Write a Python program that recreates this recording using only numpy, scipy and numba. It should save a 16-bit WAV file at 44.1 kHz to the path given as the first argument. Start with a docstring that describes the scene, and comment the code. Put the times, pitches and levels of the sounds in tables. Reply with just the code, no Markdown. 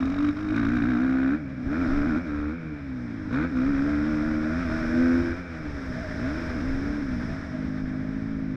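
"""A single-cylinder four-stroke motocross bike on a dirt track, heard from inside the rider's helmet.
It pulls out of a corner, takes two jumps with a blip of the throttle in the air, then coasts lumpily into a bend.
Each engine cycle sends out pulses that ring the airbox, thud in the silencer and crack from the exhaust.
Clicks timed to the engine also shake the gears; filtered noise makes the chain and tyre rush, wind and hum.
Flying grit ticks on the helmet, and one jolt shakes it."""
import sys
import numpy as np
from scipy import signal
from scipy.fft import rfft, irfft
from scipy.io import wavfile
from scipy.ndimage import uniform_filter1d
from numba import njit

SR = 44100
rng = np.random.default_rng(int(sys.argv[2]) if len(sys.argv) > 2 else 0)


def bounce(signal):
    """Save signal as a 16-bit WAV file at the path given by the first command-line argument."""
    frames = np.transpose(np.atleast_2d(signal))
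    limited = np.clip(frames, -1, 1)
    pcm = np.round(limited * 32767).astype(np.int16)
    wavfile.write(sys.argv[1], SR, pcm)


N = 377496  # length in samples


def undb(db):
    """Turn decibels into a gain to multiply by."""
    return 10 ** (np.asarray(db) / 20)


def together(*levels_db):
    """Level in dB of several unrelated sounds at once: their powers add."""
    return 20 * np.log10(np.sqrt(sum(undb(db) ** 2 for db in levels_db)))


def curves(table):
    """Join the points of each column by straight lines in time."""
    t, *columns = np.transpose(table)
    return [np.interp(np.arange(N) / SR, t, column) for column in columns]


def noise():
    """White noise: all pitches at once."""
    return rng.standard_normal(N)


def walk(rate):
    """Random wander: straight lines between random values, `rate` values a second."""
    knots = rng.standard_normal(2048)
    return np.interp(np.arange(N) / SR * rate, np.arange(len(knots)), knots)


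def steady(x, size=3500):
    """Even out the level to 1 over a few engine cycles, leaving the single beats as they are."""
    power = uniform_filter1d(uniform_filter1d(x * x, size), size)
    return x / np.sqrt(np.maximum(power, 1e-14))


def colour(x, points, size=8192):
    """Filter to an outline of (f/Hz, level/dB) that acts only after each pulse, as a real body rings."""
    f, db = np.transpose(points)
    bins_hz = np.maximum(np.fft.rfftfreq(size, 1 / SR), 1)
    outline_db = np.interp(np.log(bins_hz), np.log(f), db)
    # folding the cepstrum forward in time gives the minimum-phase filter
    cepstrum = irfft(np.log(undb(outline_db)))
    cepstrum[1:size // 2] *= 2
    cepstrum[size // 2 + 1:] = 0
    response = irfft(np.exp(rfft(cepstrum)))
    return signal.oaconvolve(x, response)[:N]


def resonance(x, hz, width_hz):
    """Ring at one fixed pitch; a narrower width rings longer."""
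    return signal.lfilter(*signal.iirpeak(hz, hz / width_hz, fs=SR), x)


@njit
def sweep(x, hz, width_hz):
    """Ring at a pitch that moves: a state-variable band-pass filter, one sample at a time."""
    y, band, low = np.empty(len(x)), 0., 0.
    for i in range(len(x)):
        g = np.tan(np.pi * hz[i] / SR)
        k = width_hz[i] / hz[i]
        v = (band + g * (x[i] - low)) / (1 + g * (g + k))
        band = 2 * v - band
        low = low + 2 * g * v
        y[i] = k * v
    return y


def clicks(times, sizes):
    """Put one click at each time, shared between the two nearest samples."""
    at = np.clip(times * SR, 0, N - 2)
    sizes = sizes * (at < N - 2)  # drop clicks past the end
    i = at.astype(int)
    return np.bincount(i, sizes * (1 - at + i), N) + np.bincount(i + 1, sizes * (at - i), N)


def puffs(kicks, decay_s):
    """Each kick starts a burst of noise that dies away, like turbulent gas."""
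    envelope = signal.lfilter([1], [1, -np.exp(-1 / (decay_s * SR))], kicks)
    return envelope * noise()


# rush level at which the helmet's boom and whistle have their stated levels
SINGING_RUSH_DB = -55
# colour of the wind: f/Hz, relative level/dB
WIND_COLOUR = [(12, -15.5), (30, -12.5), (60, -13), (120, -19), (300, -21.5), (900, -50), (3000, -100)]


def wind(rush_db, rumble_db=15.0, boom_db=-41.0, boom_growth=1.0):
    """Eddies of air buffet the microphone as a low rumble and make the helmet's shell boom at 77 Hz."""
    buffet_db = 3.8
    rumble = steady(colour(noise(), WIND_COLOUR))
    rumble = rumble * undb(rush_db + rumble_db + buffet_db * walk(rate=22))
    shell = resonance(resonance(noise(), hz=77.0, width_hz=22), hz=77.0, width_hz=22)
    return rumble + steady(shell) * undb(boom_db + boom_growth * (rush_db - SINGING_RUSH_DB))


# colour of a gust: f/Hz, relative level/dB
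GUST_COLOUR = [(12, -12.5), (35, 0.5), (70, -16), (130, -14.5), (400, -34.5), (1500, -70.5), (6000, -130)]
# gusts on bumps, landings and braking: middle t/s, half length t/s, rumble level/dB
GUST_EVENTS = [(0.174, 0.093, -40), (0.696, 0.054, -36.5), (0.84, 0.029, -37), (1.969, 0.078, -32.5),
               (2.11, 0.03, -36), (2.407, .035, -40), (3.723, 0.077, -35), (4.253, 0.036, -35),
               (4.869, 0.062, -36), (6.585, 0.031, -40), (6.73, 0.05, -27), (6.931, 0.039, -46),
               (7.107, 0.058, -39), (7.848, 0.028, -35), (8.248, 0.22, -40)]


def gusts(t):
    """Short, deep gusts over the helmet: low noise swelling and fading in a bell curve."""
    swell = sum(undb(db) * np.exp(-.5 * ((t - s) / half_s) ** 2) for s, half_s, db in GUST_EVENTS)
    return steady(colour(noise(), GUST_COLOUR), size=2000) * swell


# the helmet's hum, before it wavers: t/s, level/dB
HUM_LEVEL = [(0, -57), (1.65, -52.5), (1.95, -46), (2.4, -56.5), (3.0, -58.5), (3.9, -48), (4.9, -42),
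             (5.5, -52), (5.85, -50.5), (6.0, -42), (6.45, -42.5), (6.8, -50.5), (7.4, -49), (8.56, -54.5)]


def hum(hz=627.5, width_hz=37.0, drift=0.028, waver_db=2.5):
    """Air blows across a small cavity of the helmet, which picks one wavering note out of the noise."""
    level_db, = curves(HUM_LEVEL)
    centre_hz = hz * (1 + drift * walk(rate=9))
    width = np.full(N, 1. * width_hz)
    note = sweep(sweep(noise(), centre_hz, width), centre_hz, width)
    return steady(note) * undb(level_db + waver_db * walk(rate=18))


def whistle(rush_db, level_db=-58, growth=1.58):
    """Fast air sizzles at an edge of the helmet, with fine hiss above; it grows faster than the rush."""
    waver_db, spray_db = .7, -18.0
    edge = resonance(resonance(noise(), hz=5270, width_hz=820), hz=5270, width_hz=820)
    spray = undb(spray_db) * steady(resonance(noise(), hz=8000, width_hz=1700))
    whistle_db = level_db + growth * (rush_db - SINGING_RUSH_DB)
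    return (steady(edge) + spray) * undb(whistle_db + waver_db * walk(rate=9.9))


def jolt(t, at_s=1.952, envelope_db=-22, hz=22.0, half_s=0.044):
    """The bike slams through a dip and the helmet swings slowly a few times against the microphone."""
    since = t - at_s
    envelope = undb(envelope_db) * np.exp(-.5 * (since / half_s) ** 2)
    return envelope * np.sin(2 * np.pi * hz * since)


# grit hitting the helmet: t/s, click level/dB before the trim
GRIT_HITS = [(0.8246, -57), (1.1542, -69), (1.1863, -60), (1.8243, -67), (5.0283, -57), (5.112, -65)]


def grit(trim_db=2.0):
    """Flying dirt ticks on the helmet: single clicks through a wide, bright resonance."""
    s, db = np.transpose(GRIT_HITS)
    return resonance(clicks(s, undb(db + trim_db)), hz=10000, width_hz=9000)


# engine speed while the rear wheel grips: t/s, firing rate f/Hz
IN_GEAR_REVS = [(0, 40.05), (.11, 46.22), (.2, 48.45), (.5, 50.8), (.95, 58.47), (1.02, 64.75),
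                (1.45, 67.2), (1.63, 61.92), (1.86, 68.84), (1.9, 64.1), (1.95, 72.67), (2.02, 70.7),
                (2.5, 74.35), (3.55, 63.58), (3.63, 63.54), (3.98, 73.67), (4.5, 77.86), (4.92, 80.33),
                (5.0, 84.3), (5.26, 85.23), (6.6, 61.07), (6.95, 74.53), (7.22, 55.26), (7.42, 45.9),
                (7.59, 52.18), (8.0, 51.65), (8.3, 54.9), (8.56, 51.1)]
# the rear wheel spins up on loose dirt, then bites: peak t/s, extra firing rate f/Hz, spin-up t/s
WHEEL_SLIPS = [(0.419, 1.79, 0.067), (0.581, 6.7, 0.067), (0.734, 7.7, 0.09), (0.884, 6.9, 0.067),
               (1.375, 13.1, 0.092), (1.814, 24.5, 0.16), (2.08, 12, 0.054), (2.217, 19.7, 0.086),
               (3.69, 6.6, 0.083), (3.89, 2.74, 0.13), (4.09, 3.16, 0.1043), (4.271, 2.13, 0.061),
               (4.605, 10.3, 0.11), (6.68, 3.3, 0.052), (7.26, 4.86, 0.04), (7.36, 3.2, 0.04)]
# jumps: take-off t/s, firing rate at take-off f/Hz, sag time constant t/s, blip start t/s,
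# blip top t/s, firing rate at the top f/Hz, landing t/s
JUMP_EVENTS = [(2.55, 85.02, 1.34, 3.265, 3.475, 91.34, 3.461),
               (5.38, 90.2, 1.46, 6.16, 6.37, 82.58, 6.545)]
BITE_S = .07  # time the tyre takes to find its grip again, or to lose it at take-off


def revs(t):
    """Firing rate: tied to the ground, flaring with wheelspin; in the air it sags until the rider blips."""
    hz, = curves(IN_GEAR_REVS)
    for s, extra_hz, spin_s in WHEEL_SLIPS:
        hz = hz + extra_hz * np.interp(t, [s - spin_s, s, s + BITE_S], [0, 1, 0])
    for off_s, off_hz, sag_s, blip_s, top_s, top_hz, land_s in JUMP_EVENTS:
        sagging = off_hz * np.exp(-(np.clip(t, off_s, blip_s) - off_s) / sag_s)
        free = sagging + (top_hz - sagging) * np.interp(t, [blip_s, top_s], [0, 1])
        airborne = np.interp(t, [off_s - BITE_S, off_s, land_s, land_s + BITE_S], [0, 1, 1, 0])
        hz = hz + airborne * (free - hz)
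    return hz


IDLE_HZ = 47.8  # firing rate from which the rise of the revs is counted


def overrun(hz):
    """Throttle shut, an uneven burble: returns the twist columns' settings from the honk on, without the swell."""
    burble_db = 3.0
    above_idle = np.maximum(hz - IDLE_HZ, 0)
    honk_db, thud_db, drone_db = (db + burble_db * walk(rate=29) for db in (-38.5, -48.5, -41.5))
    bark_db = -65.5 + 0.4333 * above_idle
    growl_db = -59.5 + 0.164 * above_idle
    rough = np.clip(0.65 - 0.011 * above_idle, .12, 1)
    pumping = .011 * above_idle
    airbox_hz, ring_hz = 280, 1460
    return honk_db, bark_db, thud_db, airbox_hz, rough, pumping, drone_db, growl_db, ring_hz


# twists of the throttle: half open t/s, half shut t/s, airbox honk level/dB, swell of the honk (dB per s),
# exhaust bark level/dB, silencer thud level/dB, airbox pitch f/Hz, roughness (0-1),
# pumping without firing (0-1), silencer drone level/dB, header growl level/dB, tailpipe ring f/Hz;
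# bark and growl levels are before their trims
THROTTLE_TWISTS = [(-.03, 0.194, -21.5, -40, -44, -39, 270, 0.57, 0.45, -40, -47, 1173),
                   (0.179, 0.324, -21.5, -1, -41.5, -37.5, 289, 0.47, 0.46, -43, -52.5, 1300),
                   (0.35, 0.525, -30.5, 23, -46, -40, 276, 0.19, 0.86, -49, -50, 1335),
                   (0.512, 0.965, -24.5, 3, -37.5, -33, 295, 0.3, 0.14, -40, -48.5, 1550),
                   (0.945, 1.372, -22.5, 0, -38, -42, 285, 0.24, 0, -40.5, -45.5, 1530),
                   (1.684, 2.201, -26, 4, -38, -38.5, 305, 0.34, 0, -38.5, -44.5, 1400),
                   (2.261, 2.541, -29.5, 1, -43.5, -35.5, 304.8, 0.26, 0, -47, -48.5, 1310),
                   (2.848, 3.293, -33, -5.5, -70, -39.5, 284, 0.34, 0.3, -42.5, -59, 1395),
                   (3.298, 3.471, -27, 16, -35.5, -39, 272, 0.22, 0.52, -33.5, -44.5, 1454),
                   (3.524, 4.529, -22.5, -4.5, -41, -43.5, 276.9, 0.19, .14, -39.5, -47.5, 1446),
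                   (4.521, 4.659, -27.5, -21, -38.5, -39, 271.3, 0.05, 0.19, -35, -54, 1370),
                   (4.658, 4.943, -29, 4, -39.5, -46, 279, 0.25, 0.26, -42.5, -51.5, 1418),
                   (4.938, 5.193, -19.5, -3.5, -37.5, -35, 307.7, 0.1, 0.07, -46, -41.5, 1547),
                   (5.18, 5.349, -23.5, -41, -41, -36, 333, 0.28, 0.46, -58, -50.5, 1509),
                   (6.181, 6.549, -27.5, -24, -44, -38.5, 280.8, 0.3, 0.51, -42, -52.5, 1516),
                   (6.535, 7.048, -30, 1.5, -53, -44, 275.4, 0.34, 0, -43, -53, 1505),
                   (7.049, 7.376, -29, -19, -71, -38.5, 238, 0.51, 0, -37, -62, 1448),
                   (7.544, 8.598, -32, 1, -71, -42, 238, 0.37, 0, -36.5, -56.5, 1410)]
OPEN_S, SHUT_S = 0.088, 0.049  # time the wrist takes to open and to shut the throttle


def throttle(t, hz):
    """Each twist opens, holds and shuts, blending the engine from overrun to its own settings and back."""
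    closed = overrun(hz)
    held, pulling = 0, np.zeros((len(closed), N))
    for open_s, shut_s, honk_db, swell, *running in THROTTLE_TWISTS:
        opening, shutting = (t - open_s) / OPEN_S, (shut_s - t) / SHUT_S
        grip = np.clip(np.minimum(opening, shutting) + .5, 0, 1)
        on = grip > 0
        swelling_honk_db = honk_db + swell * (t[on] - open_s)
        for total, value in zip(pulling, [swelling_honk_db, *running]):
            total[on] += grip[on] * value
        held = held + grip
    # where two twists overlap, take their weighted average
    return [(pull + np.maximum(1 - held, 0) * shut) / np.maximum(held, 1)
            for pull, shut in zip(pulling, closed)]


def firings(hz, rough, jitter_s=0.0014, scatter_db=2.0):
    """Time, length and strength of each engine cycle; a rough engine fires unevenly."""
    phase = np.cumsum(hz) / SR  # cycles turned so far
    i = np.searchsorted(phase, np.arange(int(phase[-1]) + 1))
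    chance = rng.standard_normal((len(i), 2))
    times = i / SR + jitter_s * rough[i] ** 2 * chance[:, 0]
    sizes = undb(scatter_db * rough[i] * chance[:, 1])
    return times, 1 / hz[i], sizes


def gulps(times, periods, sizes, pumping):
    """One push of gas a cycle, plus a pumped one half a cycle later, on the turn that does not fire."""
    return clicks(times, sizes) + pumping * clicks(times + periods / 2, sizes)


# exhaust crack and the knocks after it: delay (share of the cycle), relative level/dB
CYCLE_STROKES = [(0, 0), (.27, -9), (.54, -14)]


def strokes(times, periods, sizes):
    """Sharp kicks locked to the crank, each a tiny bit early or late."""
    lag_s, jitter_s = .002, .00004
    chance = rng.standard_normal((len(times), len(CYCLE_STROKES)))
    share, db = np.transpose(CYCLE_STROKES)
    when = times[:, None] + lag_s + periods[:, None] * share + jitter_s * chance
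    strength = np.sqrt(sizes)[:, None] * undb(db)
    return clicks(when.ravel(), strength.ravel())


# cycles whose extra level is set instead of random: t/s, extra level/dB
SET_FIRINGS = [(.024, 4.5), (.16, -3), (.223, 0), (.365, 6), (.386, 2), (.575, 5), (3.342, 0), (3.79, 4)]


def bangs(times, periods):
    """Extra level of each cycle's crack: no two burns are alike, and some go off hard."""
    scatter_db = .7
    db = scatter_db * rng.standard_normal(len(times))
    for s, extra_db in SET_FIRINGS:
        db[np.argmin(abs(times - s))] = extra_db
    return np.interp(np.arange(N) / SR, times + periods / 4, db)


# colour of rattle and rush: f/Hz, relative level/dB
RATTLE_COLOUR = [(300, 16), (700, 10.5), (950, 7), (1600, 16.5), (2050, 9.5), (2350, 4.5), (2850, -7),
                 (3700, -3), (4500, -12), (5350, -12.5), (6700, -20), (8500, -29), (11000, -47.5),
                 (15000, -40)]


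def rattle(kicks, rush_db, clatter_db, flicker_db=3.5, trim_db=15.0):
    """Valve gear clatters in short bursts with the crank, over the rush of chain, tyres and air."""
    clatter = steady(puffs(kicks, decay_s=.004)) * undb(clatter_db)
    rush = steady(noise() * undb(flicker_db * walk(rate=18))) * undb(rush_db)
    level_db = together(rush_db, clatter_db) + trim_db
    return steady(colour(clatter + rush, RATTLE_COLOUR)) * undb(level_db)


def valves(kicks, hz, idle_db=-62.5, rise_db=0.2866):
    """The valve gear rings on one note after each kick, louder with the revs (rise in dB per Hz)."""
    ring = puffs(kicks, decay_s=0.025)
    for _ in range(2):
        ring = resonance(ring, hz=2303, width_hz=210)
    return steady(ring) * undb(idle_db + rise_db * (hz - IDLE_HZ))


# resonances of the cylinder head: f/Hz, width f/Hz, relative level/dB
HEAD_RESONANCES = [(1200, 260, 6), (2290, 420, 1), (3766, 220, -5), (5300, 1200, -17.5)]


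def knock(kicks, bark_db, hz, lag_s=0.0045, lugging_hz=49.1, fade_db=0.6, trim_db=-2.0, tick_db=-16.0):
    """Lugging at low revs, the cylinder head ticks and clinks just after each bang; higher revs fade it."""
    uneven_db = 3.0
    blows = np.roll(kicks * undb(uneven_db * walk(rate=76)), int(lag_s * SR))
    taps = puffs(blows, decay_s=0.0022)
    metal = sum(undb(db) * resonance(resonance(taps, f, width), f, width)
                for f, width, db in HEAD_RESONANCES)
    tick = resonance(resonance(blows, hz=2900, width_hz=2400), hz=2900, width_hz=2400)
    level_db = bark_db + trim_db - fade_db * np.maximum(hz - lugging_hz, 0)
    return (steady(metal) + undb(tick_db) * steady(tick)) * undb(level_db)


# colour of the airbox: f/Hz, relative level/dB
AIRBOX_COLOUR = [(70, -9.5), (165, -20), (205, 5), (245, 15.5), (305, 10), (340, -1), (385, -8),
                 (440, -30.5), (560, -9.5), (700, -19.5), (900, -42), (2000, -50)]


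def intake(pushes, airbox_hz, width_hz, honk_db, rough, breath=0.54, steepening=0.39):
    """Each gulp rings the airbox; loud swings steepen (squaring) and add overtones an octave up."""
    turbulence = steady(colour(puffs(pushes, decay_s=0.04), AIRBOX_COLOUR))
    gulping = steady(colour(pushes, AIRBOX_COLOUR)) + breath * rough * turbulence
    honk = steady(sweep(gulping, airbox_hz, width_hz)) * undb(honk_db)
    return honk + steepening * resonance(honk ** 2, hz=680, width_hz=340)


# colours of the silencer's thud and of its higher drone: f/Hz, relative level/dB
THUD_COLOUR = [(35, -40), (55, -16.5), (76, 8.5), (96, -5), (125, -7.5), (300, -83.5), (2000, -110)]
DRONE_COLOUR = [(70, -31.5), (105, -6), (120, -2.5), (155, 2.5), (180, 3.5), (230, -11.5), (400, -66),
                (2000, -110)]


def thud(pushes, points, level_db, rough, flutter=0.97):
    """A low note of gas from the silencer, fluttering with noise when the engine runs rough."""
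    fluttering = steady(colour(puffs(pushes, decay_s=0.019), points))
    low = steady(colour(pushes, points)) + flutter * rough * fluttering
    return steady(low) * undb(level_db)


# colour of the header pipe: f/Hz, relative level/dB
HEADER_COLOUR = [(320, -37), (390, 8), (435, 9), (475, 2), (520, 5), (640, -0.5), (730, 2), (850, -3),
                 (1400, -48)]
# the pipe's strongest resonance, high with hot gas and low on the overrun: t/s, f/Hz
PIPE_NOTE_PITCH = [(.45, 644), (.8, 708), (1.25, 688), (1.45, 498), (1.72, 629.3), (2.12, 611.9),
                   (2.4, 497.8), (2.8, 467), (3.7, 515.7), (4.15, 556.6), (5.05, 511.5), (8.56, 449.8)]


def growl(hz, rough, growl_db, evenness=0.17, note_width_hz=37.0):
    """The header pipe sings overtones that glide with the revs and swell on crossing its resonance."""
    calm, note_gain, lift_db = .6, 3.0, 3.0
    note_hz, = curves(PIPE_NOTE_PITCH)
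    pulses = gulps(*firings(hz, calm * rough), np.full(N, evenness))
    overtones = colour(pulses, HEADER_COLOUR)
    note = sweep(overtones, note_hz, np.full(N, 1. * note_width_hz))
    return steady(overtones + note_gain * note) * undb(growl_db + lift_db)


# colour of the exhaust: f/Hz, relative level/dB
EXHAUST_COLOUR = [(300, -28), (520, -31.5), (750, -6.5), (930, -2), (1150, -2.5), (1350, -1), (1540, -3),
                  (1800, -11), (2100, -14), (2450, -8), (2800, -29.5), (3800, -15.5), (6000, -38.5),
                  (12000, -76.5)]


def bark(kicks, bark_db, rough, pumping, ring_hz, chirp_s=0.0066, ring_gain=1.8, ring_width_hz=260.0, trim_db=-0.24):
    """The pipe smears each pressure front into a rising chirp, gas rasps along, and the tailpipe rings."""
    t = np.arange(int(chirp_s * SR)) / SR
    burst = signal.windows.tukey(len(t))
    chirp = burst * signal.chirp(t, 850, t[-1], 3000)
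    crack = colour(signal.oaconvolve(kicks, chirp)[:N], EXHAUST_COLOUR)
    rasp = steady(signal.oaconvolve(kicks, burst ** 2)[:N] * noise())
    # roughness brings gas in pulses, pumping brings an even flow
    pulsed, even = .5 + 1.5 * rough, 1.6 * pumping
    gas_db = -7.5
    gas = colour(pulsed * rasp + even * noise(), EXHAUST_COLOUR)
    blast = steady(crack) + undb(gas_db) * np.hypot(pulsed, even) * steady(gas)
    shift = .035  # the ring's pitch wanders by this share
    wandering_hz = ring_hz * (1 + shift * walk(rate=21))
    ring = sweep(blast, wandering_hz, np.full(N, 1. * ring_width_hz))
    return steady(blast + ring_gain * ring) * undb(bark_db + trim_db)


# rush of air, chain and tyres, the base level that rattle and wind build on: t/s, level/dB
RUSH_LEVEL = [(0, -58.5), (1.55, -63), (1.9, -55), (2.6, -63.5), (3.2, -60.5), (3.9, -55), (4.45, -55.5),
              (4.75, -52.5), (5.25, -53.5), (5.45, -59), (6.0, -54), (6.45, -53), (7.1, -55.5),
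              (7.28, -54.5), (7.56, -58), (8.56, -61.5)]
# the airbox rings longer at first, then shorter as its resonance widens: t/s, width f/Hz
AIRBOX_DAMPING = [(0, 35.4), (.48, 35.9), (.56, 88.2), (8.56, 82.7)]


def scene():
    """Ride the throttle, fire the engine, and add up air, grit, metal, intake and exhaust at the helmet."""
    t = np.arange(N) / SR
    hz = revs(t)
    rush_db, = curves(RUSH_LEVEL)
    width_hz, = curves(AIRBOX_DAMPING)
    honk_db, bark_db, thud_db, airbox_hz, rough, pumping, drone_db, growl_db, ring_hz = throttle(t, hz)

    times, periods, sizes = firings(hz, rough)
    pushes = gulps(times, periods, sizes, pumping)
    kicks = strokes(times, periods, sizes)
    crack_db = bark_db + bangs(times, periods)
    clatter_db = bark_db - 20

    air = wind(rush_db) + gusts(t) + hum() + whistle(rush_db) + jolt(t)
    metal = rattle(kicks, rush_db, clatter_db) + valves(kicks, hz) + knock(kicks, crack_db, hz)
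    airbox = intake(pushes, airbox_hz, width_hz, honk_db, rough)
    silencer = thud(pushes, THUD_COLOUR, thud_db, rough) + thud(pushes, DRONE_COLOUR, drone_db, rough)
    exhaust = silencer + growl(hz, rough, growl_db) + bark(kicks, crack_db, rough, pumping, ring_hz)
    return (air + grit() + metal + airbox + exhaust)[None]


def record(dry):
    """The microphone port rings faintly near 12 kHz; the ends are faded and the top is cut."""
    top_hz = 15700
    ported = dry + 1.3 * resonance(dry, hz=12100, width_hz=650)
    ends = signal.windows.tukey(N, .001)
    low_pass = signal.ellip(8, .2, 70, top_hz, fs=SR, output="sos")
    return signal.sosfilt(low_pass, ported * ends)


dry = scene()
out = record(dry)
bounce(out)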